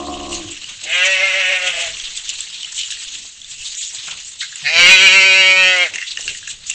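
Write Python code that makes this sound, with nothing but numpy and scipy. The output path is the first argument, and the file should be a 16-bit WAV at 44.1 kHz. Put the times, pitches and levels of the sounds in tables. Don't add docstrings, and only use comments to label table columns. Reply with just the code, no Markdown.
import sys
import numpy as np
from scipy import signal
from scipy.io import wavfile
from scipy.ndimage import uniform_filter1d

SR = 44100
rng = np.random.default_rng(int(sys.argv[2]) if len(sys.argv) > 2 else 0)


def amplitude_ratio(level_db):
    exponent = np.asarray(level_db, float) / 20
    return 10 ** exponent


def to_wav(s):
    ch = np.atleast_2d(s).T
    pcm = np.round(np.clip(ch, -1, 1) * 32767)
    wavfile.write(sys.argv[1], SR, pcm.astype(np.int16))


N = 297234

# start_s, effort_db, pitch_hz, mouth_opening_factor
NEAR_BLEAT = [
    (4.625, -35, 148.4, 0.87),
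    (4.668, -9.5, 144.2, 0.88),
    (4.714, -17, 160, 0.97),
    (4.78, -5, 169.7, 1.02),
    (4.92, -2.5, 188.1, 1.07),
    (5.201, -5, 191.2, 1.008),
    (5.638, -6.5, 187, 1.0),
    (5.834, -11.5, 177.6, 1.027),
    (5.895, -33, 137.4, 0.54),
]
# start_s, roughness_0_to_1
NEAR_ROUGH = [(4.61, .25), (4.7, .15), (4.75, .07), (4.95, .08), (5.12, .04), (5.3, .02), (5.82, .03),
              (5.91, .15)]
# start_s, factor
NEAR_JAW = [(4.61, 1.45), (4.79, 1.3), (4.84, 0.9), (5.909, 1.21)]
# centre_hz, width_hz, level_db
NEAR_THROAT = [(502.5, 235, -5), (926, 190, -8.5), (1422, 353, -4.5), (1990, 475, -2.5), (2320, 420, 3.5),
               (2720, 410, 1.5), (3120, 300, -3), (3900, 317, 10), (4570, 720, 5), (5480, 390, 3),
               (7100, 2960, -3)]
# centre_s, level_db, half_length_s
NEAR_CATCHES = [
    (4.981, -2, 0.05),
    (5.189, -1, 0.02),
    (5.301, -2, 0.059),
    (5.548, -4, 0.015),
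    (5.715, 0.5, .04),
]
# share, delay_ms at start, middle, end
NEAR_ECHOES = [(0.64, 2.69, 3.92, 5.2), (0.31, 7.5, 6.1, 5.6), (0.39, 1.113, 1.922, 1.314),
               (0.6, 11.5, 13.6, 15.2), (0.2, 5.6, 4.1, 5.3)]
NEAR_QUIVER = dict(crest_s=5.04, per_s=7.8, strongest_s=5.0, spread_s=.2, pitch=0.018, effort_db=1, low_db=2)
NEAR_TONE = dict(low_db=-23, rise_s=0.21, fall_s=0.07, sag_db_per_s=-1,
                 bright_db=-10, bright_per_db=0.08, dull_db_per_s=-8)


def near_bleat():
    voice = bleat(NEAR_BLEAT, NEAR_QUIVER, NEAR_TONE, NEAR_ROUGH, NEAR_JAW, NEAR_THROAT, NEAR_CATCHES, jitter=.05)
    return bounce(voice, NEAR_BLEAT, NEAR_ECHOES)


# start_s, effort_db, pitch_hz, mouth_opening_factor
FAR_BLEAT = [
    (.82, -36, 139.5, 1.8),
    (.86, -26, 151.2, 0.96),
    (.93, -10.5, 173.9, 1.053),
    (1.06, -8, 189.2, 0.987),
    (1.25, -11.5, 189.6, 0.94),
    (1.53, -12, 186.8, 0.97),
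    (1.66, -16.5, 178.8, 1.036),
    (1.859, -20, 165.4, 1.064),
    (1.931, -54, 157, 0.68),
]
# start_s, roughness_0_to_1
FAR_ROUGH = [(.82, .05), (1.1, .03), (1.2, .11), (1.55, .21), (1.95, .35)]
# start_s, factor
FAR_JAW = [(0.821, 1.08), (1.0, 1.03), (1.699, 1.03), (1.78, 1.044), (1.86, 1.11), (1.931, 0.82)]
# centre_hz, width_hz, level_db
FAR_THROAT = [(585, 163, 2), (980, 1100, -9.5), (1700, 520, -3), (2323, 650, 2.5), (2900, 680, 3.5),
              (3840, 1350, -14), (6100, 930, -13.5)]
# centre_s, level_db, half_length_s
FAR_CATCHES = [
    (1.163, -1.5, 0.056),
    (1.462, -1, 0.0067),
    (1.59, -4, 0.031),
    (1.756, -1.5, 0.012),
]
# share, delay_ms at start, middle, end
FAR_ECHOES = [(0.38, 2.225, 3.063, 3.63), (0.28, 8.5, 7.2, 6.6)]
FAR_QUIVER = dict(crest_s=1.372, per_s=7.05, strongest_s=1.453, spread_s=0.454,
                  pitch=0.0191, effort_db=1, low_db=4.5)
FAR_TONE = dict(low_db=-21, rise_s=0.25, fall_s=0.1, sag_db_per_s=-4.5,
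                bright_db=-12.5, bright_per_db=0.4, dull_db_per_s=0.5)


def far_bleat():
    voice = bleat(FAR_BLEAT, FAR_QUIVER, FAR_TONE, FAR_ROUGH, FAR_JAW, FAR_THROAT, FAR_CATCHES, jitter=.08)
    return bounce(voice, FAR_BLEAT, FAR_ECHOES)


def bleat(rows, tremble, colour, roughness, jaw, throat, catches, jitter):
    span = slice(int(rows[0][0] * SR), int(rows[-1][0] * SR))
    curves = columns(rows) + columns(roughness) + columns(jaw)
    effort_db, hz, mouth, rough, drop = (uniform_filter1d(c, size=900)[span] for c in curves)
    t = np.arange(N)[span] / SR
    low_db, bright_db = tone(t, effort_db, **colour)
    lift, push_db, swell_db = quiver(t, **tremble)
    for s, db, half in catches:
        push_db = push_db + db * np.exp(-((t - s) / half) ** 2)
    wander = .004 * drift(len(t), 0.0506)
    clicks, puffs = folds(hz * (lift + wander), rough, 8300, jitter)
    drive = clicks + puffs
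    jaw_open = amplitude_ratio(low_db - low_db.max())

    middle, high = 0, 0
    for k, (f, width, db) in enumerate(throat[1:]):
        gain = (-1) ** k * amplitude_ratio(db)
        if f < 3400:
            middle = middle + gain * resonate(drive, f * mouth, width) * (jaw_open if f < 1600 else 1)
        else:
            high = high + gain * resonate(drive, f * (mouth if f > 5000 else 1), width)
    middle = highpass(middle, 2, 1250)
    low_drive = clicks + .3 * puffs
    low = amplitude_ratio(low_db + swell_db) * evened(resonate(low_drive, throat[0][0] * drop, throat[0][1]))
    voice = amplitude_ratio(effort_db + push_db) * (evened(middle) + amplitude_ratio(bright_db) * evened(high)) - low
    out = np.zeros(N)
    out[span] = voice * signal.windows.tukey(len(hz), .04)
    return highpass(out, 4, 340)


def folds(hz, rough, top_hz, jitter, smear=.06):
    turns = np.cumsum(hz * (1 + jitter * rough * drift(len(hz), 0.0037))) / SR
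    harmonics = range(1, int(top_hz / hz.max()))
    clicks = sum(np.cos(2 * np.pi * k * turns - smear * k ** 2) for k in harmonics)
    puffs = (0.34 + np.exp(-(turns % 1) / 0.19)) * rng.standard_normal(len(hz))
    return np.sqrt(1 - rough) * evened(clicks), rough * 2.0 * evened(puffs)


def quiver(t, crest_s, per_s, strongest_s, spread_s, pitch, effort_db, low_db):
    wave = np.cos(2 * np.pi * per_s * (t - crest_s)) * np.exp(-((t - strongest_s) / spread_s) ** 4)
    return 1 + pitch * wave, effort_db * wave, low_db * wave


def tone(t, effort_db, low_db, rise_s, fall_s, sag_db_per_s, bright_db, bright_per_db, dull_db_per_s):
    shut = np.maximum(1 - (t - t[0]) / rise_s, 0) ** 2 + np.maximum(1 - (t[-1] - t) / fall_s, 0) ** 2
    slack_db = np.clip(effort_db - effort_db.max(), -14, 0)
    middle_s = t - t.mean()
    low = low_db + sag_db_per_s * middle_s - 25 * shut
    return low, bright_db + bright_per_db * (slack_db + 1.0) + dull_db_per_s * middle_s


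def bounce(x, rows, echoes):
    woolly = signal.butter(2, (1500, 4600), "band", fs=SR, output="sos")
    thin = signal.sosfiltfilt(woolly, x)
    times, at = np.linspace(rows[0][0], rows[-1][0], 3), np.arange(N)
    wet = 0
    for share, *delay_ms in echoes:
        delay = np.interp(at / SR, times, delay_ms) * SR / 1000
        wet = wet + share * np.interp(at - delay, at, thin)
    return x - thin + (thin + wet) / np.sqrt(1 + sum(row[0] ** 2 for row in echoes))


# start_s, level_db, pitch_hz
RUMBLE = [
    (0.0, -34.5, 72.1),
    (.11, -33.5, 71.05),
    (.2, -34, 70.4),
    (.39, -35, 67.7),
    (.43, -39.5, 59.7),
    (.5, -39.5, 59),
    (.55, -55, 59.6),
    (.66, -65, 61),
]
# centre_hz, width_hz, level_db
CHEST = [(69.5, 81, -3.5), (114, 30, -15), (212, 72, -4.5), (321, 62, 7)]
# centre_hz, width_hz, level_db
NOSE = [(628, 207, -2), (717, 24, 7.5), (1078, 167, -0.5)]


def rumble():
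    level_db, hz = (c[:int(RUMBLE[-1][0] * SR)] for c in columns(RUMBLE))
    drive = sum(folds(hz, np.full(len(hz), .26), 1800, jitter=.2, smear=.01))
    drive = drive * amplitude_ratio(2.5 * drift(len(hz), .012))
    chest = evened(sum(amplitude_ratio(db) * resonate(drive, f, width) for f, width, db in CHEST))
    nose = evened(sum(amplitude_ratio(db) * resonate(drive, f, width) for f, width, db in NOSE))
    nose_db = -8.5 + 1.54 * (level_db - level_db.mean())
    fade = np.minimum(np.arange(len(hz))[::-1] / 2000, 1)
    return np.pad(amplitude_ratio(level_db) * (chest - amplitude_ratio(nose_db) * nose) * fade, (0, N - len(hz)))


STRIKE_S = np.arange(4500) / SR

# start_s, peak_db, centre_hz, t60_s
STRIKES = [(0.3107, -17.5, 2900, 0.45), (0.511, -21.5, 2490, 0.35), (1.046, -12, 3390, 0.084),
           (1.6586, 0.5, 2860, 0.13), (1.7866, -3, 2520, 0.13), (2.0338, -10, 3620, 0.12),
           (2.149, -6, 2640, 0.052), (2.2943, -3, 4040, 0.053), (2.4044, -20, 3700, 0.24),
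           (2.529, -17, 3460, 0.34), (2.7768, -10.5, 3390, 0.39), (2.905, -14.5, 3620, 0.28),
           (3, -9.5, 3120, 0.081), (3.1234, -21, 3150, 0.33), (3.251, -15, 4250, 0.081),
           (3.506, -16.5, 4040, 0.13), (3.641, -12, 3930, 0.21), (3.8191, -8, 3840, 0.1),
           (3.9854, -5.5, 3520, 0.068), (4.066, -12, 2500, 0.17), (4.103, -8.5, 3470, 0.09),
           (4.249, -33, 4080, 0.13), (4.398, -11.5, 3750, 0.29), (5.934, 1, 2100, 0.058),
           (6.065, -9, 3560, 0.14), (6.106, -1.5, 3780, 0.065), (6.281, -7, 2720, 0.15),
           (6.4981, -6, 3500, 0.067), (6.661, -15.5, 6600, 0.2), (0.688, -3.5, 2910, 0.046)]


def scuff(peak_db, hz, t60):
    noise = rng.standard_normal(len(STRIKE_S))
    fall = amplitude_ratio(-60 * STRIKE_S / np.clip(t60, .02, .4)) * np.minimum(STRIKE_S / 0.016, 1)
    skid = evened(resonate(noise, hz, 2000)) + amplitude_ratio(-7.5) * evened(resonate(noise, 5600, 4400))
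    return amplitude_ratio(peak_db - 9.5) * fall * highpass(skid, 6, 2300)


# start_s, peak_db, ring_hz
CLACKS = [(.3287, -12, 2810), (.141, -17, 2900), (.202, -18, 2900), (.6429, -13, 2890), (.84, -14, 2740),
          (1.9994, -11, 3350), (2.1744, -10, 3570), (2.2922, -9, 2970), (2.4054, -13, 3500),
          (2.6314, -9, 3100), (2.6464, -11, 3000), (2.779, -11, 3000), (2.8114, -10, 3180),
          (2.834, -9, 2950), (2.9234, -13, 2950), (3.4166, -17, 3430), (3.4451, -18, 3550),
          (3.8274, -20, 3470), (4.408, -14, 3800), (4.4204, -18, 3680), (4.5575, -19, 2790),
          (5.9379, -12, 2620), (5.9579, -11, 2730), (5.9813, -11.5, 2690), (6.0152, -11, 2750),
          (6.0272, -12, 2730), (6.1729, -6.5, 2860), (6.2267, -18, 2900), (6.2442, -18, 3030),
          (6.2786, -4, 2760), (6.3475, -16, 2820), (6.4737, -13, 2710), (6.6987, -9, 2780),
          (6.7124, -8, 2740)]


def clack(peak_db, hz):
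    tick = .8 * np.sin(2 * np.pi * 5800 * STRIKE_S) * amplitude_ratio(-60 * STRIKE_S / .002)
    ring = .75 * np.sin(2 * np.pi * hz * STRIKE_S) * amplitude_ratio(-60 * STRIKE_S / .022)
    return amplitude_ratio(peak_db - 1.5) * thinned(tick + ring * np.minimum(STRIKE_S / .0006, 1))


# start_s, peak_db, centre_hz
SNAPS = [(.372, -26, 6000), (1.125, -14, 6500), (1.413, -13.5, 3197), (1.676, -9, 2950),
         (1.9678, -14, 2760), (2.1744, -13, 7000), (2.2246, -29, 3110), (2.2924, -11.5, 6900),
         (2.301, -12, 6800), (2.4057, -7.5, 7530), (2.723, -25, 7260), (2.7788, -11, 7640),
         (2.8114, -11, 4200), (3.125, -21, 6570), (3.2543, -23.5, 7570), (3.391, -32, 3770),
         (3.507, -19, 7800), (3.9846, -15, 3710), (4.2475, -22, 7020), (4.4083, -17, 3900),
         (4.5573, -14, 7700), (3.829, -17, 3550), (3.152, -15.5, 3300), (2.904, -10.5, 3380),
         (0.6436, -32, 3030), (1.999, -15, 3420), (5.9822, -15, 2600), (5.9574, -11, 6500),
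         (6.1084, -15, 4170), (6.1727, -22, 6440), (6.208, -13, 6000), (6.264, -16, 6950),
         (6.279, -9, 4440), (6.375, -17, 7540), (6.4767, -13, 6600), (6.667, -17, 6850),
         (6.699, -5.5, 6920)]


def snap(peak_db, hz):
    brief = STRIKE_S[:1200]
    crack = evened(resonate(rng.standard_normal(len(brief)), hz, 940)) * amplitude_ratio(-60 * brief / 0.017)
    return amplitude_ratio(peak_db - 5.0) * thinned(crack)


# start_s, peak_db, pitch_hz
KNOCKS = [(.84, -41, 2090), (1.9669, -43, 1854), (2.7265, -34, 1790), (2.9214, -24, 1710),
          (2.9712, -26, 1900), (4.084, -19.5, 1490), (4.415, -16.5, 1920), (4.4203, -21, 1530),
          (4.427, -15, 2150), (4.432, -17, 1610), (4.5262, -23, 1680), (4.5594, -29, 1990),
          (5.937, -15, 2050), (5.9577, -14, 1880), (5.9844, -11.5, 2070), (6.0164, -16, 1890),
          (6.0252, -11.5, 1970), (6.1738, -14.5, 1830), (6.2784, -18, 1630), (6.35, -22, 1910),
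          (6.4284, -25.5, 1650), (6.4766, -18.5, 1700)]


def knock(peak_db, hz):
    hollow = np.sin(2 * np.pi * hz * STRIKE_S) * amplitude_ratio(-60 * STRIKE_S / 0.018)
    return amplitude_ratio(peak_db) * thinned(hollow * np.minimum(STRIKE_S / 0.00051, 1))


# start_s, peak_db, pitch_hz
THUDS = [(0.454, -31, 109), (0.674, -49, 123), (0.771, -45, 111), (1.691, -44.5, 157), (2.492, -52, 161),
         (2.779, -51, 126), (3.026, -56, 108), (3.513, -50.5, 137), (3.978, -45, 117), (4.068, -45.5, 155),
         (4.407, -51, 129), (4.493, -48, 127), (4.625, -37, 146), (5.897, -45.5, 107.4), (6.19, -58, 118)]


def thud(peak_db, hz):
    push = np.sin(2 * np.pi * hz * STRIKE_S) * np.minimum(STRIKE_S / 0.0053, 1)
    return amplitude_ratio(peak_db - 60 * STRIKE_S / 0.29) * push


# centre_s, peak_db, centre_hz,
# half_length_s
BRUSHES = [(0.699, -48, 1300, 0.026), (0.863, -47, 380, 0.037), (2.308, -56, 378, 0.03),
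           (2.729, -50, 1190, 0.005), (2.786, -55, 700, .008), (3.252, -53, 910, 0.0076),
           (3.945, -51, 675, 0.015), (4.085, -37, 980, 0.0083), (4.125, -44, 1130, 0.023),
           (5.503, -38, 406, 0.018), (5.944, -46, 500, 0.045), (6.195, -41.5, 570, 0.0055)]


def brush(peak_db, hz, half):
    swell = np.exp(-((STRIKE_S - .05) / half) ** 2)
    return amplitude_ratio(peak_db) * swell * evened(resonate(rng.standard_normal(len(STRIKE_S)), hz, 900))


def strikes():
    out = np.zeros(N + len(STRIKE_S))
    contacts = [(STRIKES, scuff, 0), (CLACKS, clack, 0), (SNAPS, snap, 0),
                (KNOCKS, knock, 0), (THUDS, thud, 0), (BRUSHES, brush, .05)]
    for rows, contact, lead_s in contacts:
        for s, *settings in rows:
            sound = contact(*settings)
            out[int((s - lead_s) * SR):][:len(sound)] += sound
    return out[:N]


# start_s, level_db
SHUFFLE = [(0, -44.5), (.45, -41), (.8, -42.5), (1.0, -37), (1.9, -36), (2.6, -41), (3.15, -41.5),
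           (3.36, -51.5), (3.6, -45.5), (4.1, -39), (4.36, -48), (4.65, -38), (5.85, -34.5), (5.91, -43.5),
           (6.1, -40.5), (6.45, -45.5), (6.6, -51), (6.74, -39)]
# centre_s, peak_db, half_length_s
SWISHES = [(0.334, -22, 0.014), (0.843, -21.5, 0.0037), (1.058, -15, 0.0066), (1.132, -26, 0.021),
           (1.482, -35, 0.011), (1.67, -23, 0.0041), (1.75, -32, 0.011), (1.842, -25, 0.025),
           (2.169, -20.5, 0.0062), (2.298, -20, 0.005), (2.408, -26, 0.016), (2.726, -20, 0.0031),
           (2.782, -20.5, 0.014), (2.929, -25, 0.022), (3.023, -25.5, 0.011), (3.148, -32, 0.081),
           (3.512, -31, 0.015), (3.663, -24, 0.03), (3.835, -23.5, 0.02), (3.897, -27.5, 0.06),
           (4.07, -26, 0.0074), (4.283, -27, 0.014), (4.415, -26.5, 0.014), (4.56, -32, 0.0018),
           (5.958, -27, 0.0034), (6.228, -33, 0.0081), (6.281, -27, 0.043), (6.377, -29, 0.008),
           (6.506, -23.5, 0.0081), (6.701, -20, 0.0042)]
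# frequency_hz, level_db_per_hz
SCUFF = [(88, -71), (150, -23.5), (445, -33), (1260, -18.5), (1510, -16), (1940, -9), (2400, -8.5),
         (2750, 0.5), (4120, -2), (5040, -10), (7040, -2), (8180, -6), (10600, -105), (18000, -120)]


def shuffle():
    steady = amplitude_ratio(columns(SHUFFLE)[0]) ** 2
    swept = amplitude_ratio(-6) ** 2 * swells(SWISHES, fall_db=-1.5, rise=1.17)
    level_db = 10 * np.log10(steady + swept)
    dull_db = 10 * np.log10(amplitude_ratio(6) ** 2 * steady + 0.13 * swept) - level_db
    drag = hiss(SCUFF, dull_db - 3.5, 2.66, size=256)
    grit = amplitude_ratio(6.3 * np.minimum(rng.exponential(1, N), 3)) * (rng.random(N) < 120 / SR)
    grains = highpass(drag * np.convolve(grit, np.exp(-np.arange(200) / 40))[:N], 4, 2400)
    distant = amplitude_ratio(-44.5) * hiss(SCUFF, None, 0.99, size=1024)
    return amplitude_ratio(level_db + 6) * (drag * amplitude_ratio(1.6 * drift(N, 0.0094)) + 0.21 * grains) + distant


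def lane(x, t60):
    at = np.arange(120, SR // 2, 22)
    at = at + rng.integers(0, 22, len(at))
    taps = np.zeros(SR // 2 + 22)
    taps[at] = rng.choice([-1., 1.], len(at)) * amplitude_ratio(-60 * at / SR / t60)
    taps = signal.sosfilt(signal.butter(2, 4500, fs=SR, output="sos"), taps / np.linalg.norm(taps))
    return signal.fftconvolve(x, taps)[:N]


# centre_s, peak_db, half_length_s
GUSTS = [
    (.35, -44.5, 0.34),
    (1.15, -59, 0.19),
    (1.9, -49, 0.16),
    (3.15, -52.5, 0.051),
    (3.6, -54, 0.11),
    (4.15, -51, 0.054),
    (4.9, -57.5, 0.29),
    (6.26, -38, 0.055),
    (6.5, -49, 0.26),
]
# frequency_hz, level_db_per_hz
WIND = [(15, 4.5), (38, -5), (80, -6.5), (200, -18), (500, -20.5), (1200, -30)]


def wind():
    level = np.sqrt(amplitude_ratio(-55) ** 2 + swells(GUSTS, fall_db=-6, rise=1.3))
    return level * amplitude_ratio(2.0 * drift(N, 0.037)) * hiss(WIND, None, 3, size=2048)


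def hiss(spectrum, tilt_db, patchy_db, size):
    hop = size // 4
    frames, hz = N // hop + 5, np.fft.rfftfreq(size, 1 / SR)
    a, b, patches = rng.standard_normal((frames, len(hz), 3)).T
    patches = evened(uniform_filter1d(uniform_filter1d(patches, size=5, axis=0), size=20, axis=1))
    f, level = np.transpose(spectrum)
    colour_db = np.interp(np.log(hz + 1), np.log(f), level)[:, None]
    z = (a + 1j * b) * amplitude_ratio(colour_db + patchy_db * patches)
    flat = signal.istft(z, nperseg=size, noverlap=size - hop)[1][:N]
    if tilt_db is None:
        return evened(flat)
    tilt = tilt_db[np.minimum(np.arange(frames) * hop, N - 1)] / (1 + (hz[:, None] / 5000) ** 6)
    return signal.istft(z * amplitude_ratio(tilt), nperseg=size, noverlap=size - hop)[1][:N] / np.std(flat)


def swells(rows, fall_db, rise):
    t = np.arange(0, N, 32) / SR
    power = 0
    for s, db, half in rows:
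        away = abs((t - s) / half * np.where(t < s, rise, 1))
        power = power + amplitude_ratio(db + fall_db * away ** 1.68) ** 2
    return np.interp(np.arange(N) / SR, t, power)


def resonate(x, hz, width):
    turn = np.exp(2j * np.pi * np.cumsum(hz * np.ones(len(x))) / SR)
    r = np.exp(-np.pi * width / SR)
    return 2 * (turn * signal.lfilter([(1 - r) ** 2], [1, -2 * r, r * r], x / turn + 1e-18)).real


def drift(count, span_s):
    size = max(int(span_s * SR), 2)
    return evened(uniform_filter1d(uniform_filter1d(rng.standard_normal(count), size), size))


def evened(x):
    return x / np.sqrt(np.mean(x ** 2) + 1e-20)


def columns(rows):
    s, *values = np.transpose(rows)
    return [np.interp(np.arange(N) / SR, s, v) for v in values]


def highpass(x, order, hz):
    return signal.sosfilt(signal.butter(order, hz, "high", fs=SR, output="sos"), x)


def thinned(x):
    return highpass(x, 4, 1300)


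def treble(x):
    return highpass(x, 2, 1100)


def scene():
    near, far = near_bleat(), far_bleat()
    low, hooves = rumble(), strikes()
    close = lane(amplitude_ratio(-9) * treble(near), t60=.05)
    walls = lane(amplitude_ratio(-3.5) * treble(far) + amplitude_ratio(-12) * treble(near) + amplitude_ratio(-5) * low + amplitude_ratio(-6) * hooves, t60=.2)
    return (amplitude_ratio(-3.5) * (near + close) + amplitude_ratio(-12.5) * far + low + hooves + walls + shuffle() + wind())[None]


def low_pass(x):
    return signal.sosfilt(signal.butter(12, 16000, fs=SR, output="sos"), x)


# centre_s, level_db, half_length_s
HUSHES = [
    (3.795, -22, 0.017),
    (3.892, -14, 0.0092),
]


def record(dry):
    bend = highpass(np.maximum(abs(dry) - 0.6, 0), 2, 90)
    hot = np.clip(dry - 0.37 * bend, -.93, .87)
    lower = signal.sosfiltfilt(signal.butter(6, 1900, fs=SR, output="sos"), hot)
    t = np.arange(N) / SR
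    hush_db = sum(db * np.exp(-((t - s) / half) ** 4) for s, db, half in HUSHES)
    hot = hot + lower * (amplitude_ratio(hush_db) - 1)
    edge = signal.firwin(801, 8370, window=("kaiser", 9), fs=SR)
    cut = np.clip(signal.oaconvolve(hot, edge[None], "same"), -.975, .975)
    top = signal.firwin(301, 16000, window=("kaiser", 8), fs=SR)
    return low_pass(signal.oaconvolve(cut, top[None], "same"))


dry = scene()
out = record(dry)
to_wav(out)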